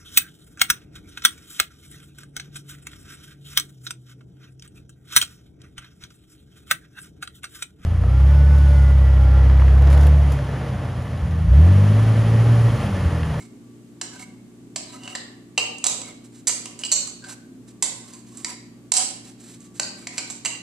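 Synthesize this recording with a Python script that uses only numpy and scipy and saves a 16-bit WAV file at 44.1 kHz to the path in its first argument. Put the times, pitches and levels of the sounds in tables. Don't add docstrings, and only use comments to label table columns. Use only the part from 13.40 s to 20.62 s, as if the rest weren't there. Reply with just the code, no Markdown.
import sys
import numpy as np
from scipy import signal
from scipy.fft import rfft, irfft, next_fast_len
from scipy.io import wavfile
from scipy.ndimage import uniform_filter1d, minimum_filter1d, map_coordinates

SR = 44100
rng = np.random.default_rng(int(sys.argv[2]) if len(sys.argv) > 2 else 0)


def to_wav(sig):
    pcm = np.clip(np.atleast_2d(sig), -1, 1) * 32767
    pcm = np.round(pcm).astype(np.int16)
    wavfile.write(sys.argv[1], SR, pcm.T)


N = 318402


def amp(db):
    return 10 ** (np.asarray(db) / 20)


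def unit(x):
    return x / np.sqrt(np.mean(np.abs(x) ** 2) + 1e-20)


def along(points, hz):
    f, value = np.transpose(points)
    return np.interp(np.log(hz + 1), np.log(f + 1), value)


def wobble(rate):
    knots = rng.standard_normal(int(N * rate / SR) + 4)
    return map_coordinates(knots, [np.arange(N) * rate / SR])


def narrow(rate):
    return unit(wobble(rate) + 1j * wobble(rate))


def filtered(x, response):
    m = 2 * next_fast_len(N // 2 + SR // 4)
    return irfft(rfft(x, m) * response(np.fft.rfftfreq(m, 1 / SR)), m)[..., :N]


def causal(gain):
    cepstrum = irfft(np.log(gain))
    half = len(cepstrum) // 2
    cepstrum[1:half] *= 2
    cepstrum[half + 1:] = 0
    return np.exp(rfft(cepstrum))


COMPRESSOR_ORDERS = [-70, -68.5, -60, -52.5, -54.5, -59.5, -64.5, -78.5]
# f/Hz, level/dB rms, width/Hz
PANEL_TONES = [(196.7, -59, 3.4), (258.6, -54, 7.5), (336.3, -61.5, 11), (1150, -74.5, 9.9)]
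# f/Hz, relative level/dB per Hz
AIR_SHAPE = [(15, -62), (25, -5), (64, -29), (103, 0), (158, 2), (237, 5), (354, 0), (450, -7.5),
             (1030, -18.5), (5420, -26), (7680, -21), (13500, -34.5), (15000, -36)]
# f/Hz, correlation (1 = identical)
AIR_LIKENESS = [(25, .5), (100, 0.5), (400, 0.76), (900, 0.24), (2000, 0.021)]
COMPRESSOR_HZ = 58.54
MAINS_HZ, MAINS_DB = 120.2, -55
AIR_DB = -51


def fridge():
    t = np.arange(N) / SR
    turn = 2 * np.pi * np.cumsum(COMPRESSOR_HZ + .1 * wobble(0.692)) / SR
    hum = amp(MAINS_DB) * np.sin(2 * np.pi * MAINS_HZ * t)
    for order, db in enumerate(COMPRESSOR_ORDERS, start=1):
        level = amp(db + 1.5 * wobble(3))
        hum += level * np.sin(order * turn + rng.uniform(0, 2 * np.pi))
    for hz, db, width in PANEL_TONES:
        hum += amp(db) * np.real(narrow(width) * np.exp(2j * np.pi * hz * t))

    def mid_and_side(hz):
        share = np.arccos(np.clip(along(AIR_LIKENESS, hz), -1, 1)) / 2
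        return amp(along(AIR_SHAPE, hz)) * [np.cos(share), np.sin(share)]

    mid, side = filtered(rng.standard_normal((2, N)), mid_and_side)
    air = unit(np.array([mid + side, mid - side]))
    return np.sqrt(2) * hum + amp(AIR_DB) * air


# f/Hz, t60/s
KITCHEN_DECAY = [(400, 0.8), (1000, 0.63), (2800, 0.66), (7400, 0.42), (13000, 0.46)]
GAP_S = .011


def room(x, wet_db):
    noise = rng.standard_normal((2, 3 * SR // 4))
    hz, t, bands = signal.stft(noise, SR, nperseg=256)
    decay = amp(-60 * t / along(KITCHEN_DECAY, hz)[:, None])
    tail = signal.istft(bands * decay, SR, nperseg=256)[1]
    tail = tail * (1 - np.exp(-np.arange(tail.shape[1]) / SR / GAP_S))
    tail = amp(wet_db) * tail / np.linalg.norm(tail[0])
    tail[:, 0] = 1
    return signal.fftconvolve(x[None], tail, axes=1)


# f/Hz, relative level/dB, t60/s
BOWL_MODES = [(600, -7, .05), (750, -4, .07), (990, 0, .05), (1270, -3, .04), (1560, -3, .04),
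              (1980, -4, .04), (2170, -3, .05), (2800, 0, .04), (2980, 0, .04), (3750, -5, .035),
              (4100, -5, .025), (4600, 1, .03), (4860, -2, .025), (5700, -2, .025), (6200, -1, .02),
              (6600, -1, .02), (7600, 4, .015)]


def bowl_response(f):
    total = 0
    for centre, db, t60 in BOWL_MODES:
        width = np.log(1000) / (np.pi * t60)
        total = total + amp(db) * 1j * f / (centre * centre - f * f + 1j * f * width)
    return total


# start t/s, length t/s, hiss level/dB, squeak level/dB, squeak f/Hz
STROKES = [(-.08, 0.15, -44.5, -52, 2170), (0.719, 0.071, -44, -46.5, 1567), (0.788, 0.064, -38, -45, 2187),
           (1.456, 0.12, -44.5, -49, 3940), (1.528, 0.068, -50, -43, 1282), (1.581, 0.23, -44, -42, 2890),
           (2.629, 0.1, -43, -43.5, 2172), (2.838, 0.043, -46, -88, 1980), (2.919, 0.1, -45, -82, 1980),
           (3.396, 0.035, -37, -40.5, 2920), (3.82, 0.12, -43, -45, 1548), (3.879, 0.073, -35.5, -59, 1003),
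           (4.268, 0.055, -46, -82, 1280), (4.588, 0.25, -46, -57.5, 1052), (4.835, 0.3, -45, -59, 1082),
           (5.057, 0.092, -37.5, -43.5, 987), (5.546, 0.089, -28, -32.5, 763),
           (5.831, 0.098, -42.5, -73, 2220), (5.977, 0.2, -42.5, -91, 4160), (6.19, 0.1, -48, -74, 1980),
           (6.34, 0.061, -44.5, -83, 1980), (6.549, 0.12, -43.5, -57, 2280), (6.72, 0.081, -39, -46, 2550),
           (6.864, 0.067, -41, -55.5, 3370)]
SQUEAK_WANDER = 0.0099
RUB_DB = -8.5


def scraping():
    out = np.zeros((2, N + 3 * SR))
    slip_level = amp(0.94 * rng.standard_normal(N) + 2.7 * wobble(110))
    slips = unit(rng.standard_normal(N) * slip_level)
    hiss = unit(filtered(slips, lambda f: f / (f + 3000)))
    rub = unit(filtered(slips, lambda f: bowl_response(f) / (1 + (f / 3000) ** 2)))
    blur = unit(narrow(400) * amp(3.5 * wobble(150)))
    stray = 1 + SQUEAK_WANDER * wobble(16)
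    for start, length, hiss_db, squeak_db, squeak_hz in STROKES:
        first, size = round(start * SR), round(length * SR)
        span = np.arange(first, first + size) % N
        stutter = blur[(span * squeak_hz / 4200).astype(int)]
        phase = 2 * np.pi * np.cumsum(squeak_hz * stray[span]) / SR
        squeak = np.real(stutter * np.exp(1j * phase))
        drag = amp(squeak_db) * (squeak + amp(RUB_DB) * rub[span])
        press = np.sin(np.linspace(0, np.pi, size)) ** 0.69
        sound = room(press * (amp(hiss_db) * hiss[span] + drag), wet_db=-9.0)
        out[:, SR + first:][:, :sound.shape[1]] += sound
    return out[:, SR:SR + N]


BODY_HZ, TREBLE_HZ, EDGE_HZ = 1600, 7500, 13000
EDGE_DB = -11.5
RING_OCTAVES = 0.13
PARTNER_HZ, PARTNER_SHARE = 4600, 0.36


def struck_colour(hz, body_db, ring_hz, lift_db):
    shelf = along([(BODY_HZ, body_db), (TREBLE_HZ, 0), (EDGE_HZ, EDGE_DB)], hz)

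    def near(centre_hz):
        return np.exp(-.5 * (np.log2(hz / centre_hz) / RING_OCTAVES) ** 2)

    return shelf + lift_db * (near(ring_hz) + PARTNER_SHARE * near(PARTNER_HZ))


# t/s, treble level/dB, body against treble level/dB,
# strongest ring f/Hz, its lift level/dB, first rebound against the blow level/dB
KNOCKS = [(0.6129, -20.5, -9.5, 2820, 6, -10.5), (1.3596, -19.5, -10, 622, 12, -9.5),
          (1.634, -40, -7, 2850, 10, -5), (1.676, -38.5, 4, 2890, 14, -15), (1.7, -49, -5, 2900, 25, -14),
          (1.7512, -27, -6.5, 1820, 14, -24), (1.7552, -30.5, -6.5, 3740, 14.5, -9),
          (2.177, -15.5, -6, 2700, 17.5, -5), (2.383, -32.5, -30, 6800, 3, -17),
          (2.4405, -14, -14, 960, 6.5, -20), (2.4502, -18.5, -14.5, 900, 10, -22),
          (2.4595, -22, -6, 660, 6, -25), (2.4661, -8.5, -16.5, 900, 0, -7.5),
          (2.616, -29.5, -10, 2200, -5, -18), (3.0706, -12, -24, 2810, -2.5, 2.5),
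          (3.0934, -19.5, -10, 1750, 2, -5), (3.256, -26.5, -11, 2780, 8, -12),
          (3.39, -31.5, -20, 2880, 5, -5), (3.4355, -27, -11.5, 2830, 24.5, -11),
          (3.449, -24, -17, 4400, 8, -3), (3.5163, -11, -17.5, 2500, 3.5, 2),
          (3.672, -27, -22, 1170, 20, -12), (3.8392, -43, -6.5, 1570, 19, -2),
          (4.4243, -10, -17, 960, 3.5, -3), (4.452, -30.5, -10.5, 660, 12.5, 1.5),
          (4.7348, -39, -18.5, 980, 7, 0), (4.971, -31.5, -61, 1960, 3, -7),
          (5.0455, -21.5, -11.5, 2010, 11, -11), (5.5186, -3.5, -19, 910, 8, -25),
          (5.537, -8.5, -22, 740, 12, -7.5), (5.561, -19.5, -19, 754, 5, 11),
          (6.204, -43.5, -39, 990, 4, -8), (6.3965, -15, -10.5, 1630, 8.5, -27),
          (6.4306, -39.5, -8.5, 4490, 22.5, -10), (6.67, -27, -9, 2170, 13, -11),
          (6.7734, -35, -5, 2230, 5, -11), (6.780, -20.5, -8, 2450, 15, -6.5),
          (6.8998, -30.5, -9, 2400, -10, -11), (6.9049, -26.5, -19, 2300, 0, -6),
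          (7.0492, -20, -10.5, 2090, 9.5, -4), (7.057, -18.5, -16, 2740, 18.5, -7)]
GRAZE_S = 0.00092
CHATTER_S, CHATTER_LOSS_DB = .0052, 2.5


def knocks():
    out, t = np.zeros((2, N + 2 * SR)), np.arange(SR // 6) / SR
    mode_hz, mode_db, t60 = np.transpose(BOWL_MODES)
    graze = np.exp(-t[:SR // 200] / GRAZE_S)
    graze = graze / np.linalg.norm(graze)
    for s, db, *colour, rebound_db in KNOCKS:
        hz = mode_hz * rng.normal(1, 0.0056, len(mode_hz))
        level = mode_db - 10.5 + struck_colour(hz, *colour) + rng.normal(0, 1.5, len(hz))
        decay = amp(level[:, None] - 60 * t / t60[:, None])
        ring = (decay * np.sin(2 * np.pi * hz[:, None] * t)).sum(axis=0)

        hz, short = rng.normal(np.linspace(400, 14000, num=240), 13.5)[:, None], t[:SR // 20]
        phase = 2 * np.pi * rng.random(hz.shape)
        decay = amp(struck_colour(hz, *colour) - 9.5 - 60 * short / 0.021)
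        ring[:len(short)] += (decay * np.sin(2 * np.pi * hz * short + phase)).sum(axis=0)

        touches = np.zeros(SR // 25)
        later = np.cumsum(CHATTER_S * SR * rng.uniform(.8, 1.2, size=4)).astype(int)
        loss_db = CHATTER_LOSS_DB * np.arange(len(later))
        touches[later] = amp(rebound_db - loss_db + rng.normal(0, 0.64, len(later)))
        slide = np.convolve(touches, graze)[:len(touches)]
        grit = rng.standard_normal(len(touches)) * slide
        grit[0] = 1
        onset = 1 - np.exp(-t / 0.0011)
        blow = signal.fftconvolve(ring * onset, grit)
        sound = room(amp(db) * blow, wet_db=-2.5)
        out[:, round(s * SR):][:, :sound.shape[1]] += sound
    return out[:, :N]


# f/Hz, level/dB
LEFT_PORT_COLOUR = [(250, 8.5), (550, 4.5), (2900, -3.5), (3400, -10.5), (3900, 2), (4800, -1.5),
                    (6500, -0.5), (7600, -7), (9000, -15), (11000, -13.5), (13500, -25)]
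RIGHT_PORT_COLOUR = [(250, -19), (550, 4), (2900, -1.5), (3400, -1.5), (3900, -2), (5200, -6), (6900, 2),
                     (7650, 9.5), (8350, 2.5), (11000, -10), (13500, -26)]


def microphone_ports(hz):
    return [causal(amp(along(port, hz))) for port in (LEFT_PORT_COLOUR, RIGHT_PORT_COLOUR)]


def scene():
    background = fridge()
    return background + filtered(scraping() + knocks(), microphone_ports)


TOP_HZ = 15350


def record(dry):
    ahead, hold = SR // 50, int(0.014 * SR)
    ceiling, firmness = .75, .88
    peak = np.abs(dry).max(axis=0)
    need_db = -firmness * 20 * np.log10(np.maximum(peak / ceiling, 1))
    held_db = minimum_filter1d(need_db, size=ahead + hold, origin=(hold - ahead) // 2)
    gain_db = np.roll(uniform_filter1d(held_db, size=ahead), ahead // 2)
    return np.clip(filtered(dry * amp(gain_db), lambda hz: hz < TOP_HZ), -1, 1)


dry = scene()
out = record(dry)
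to_wav(out)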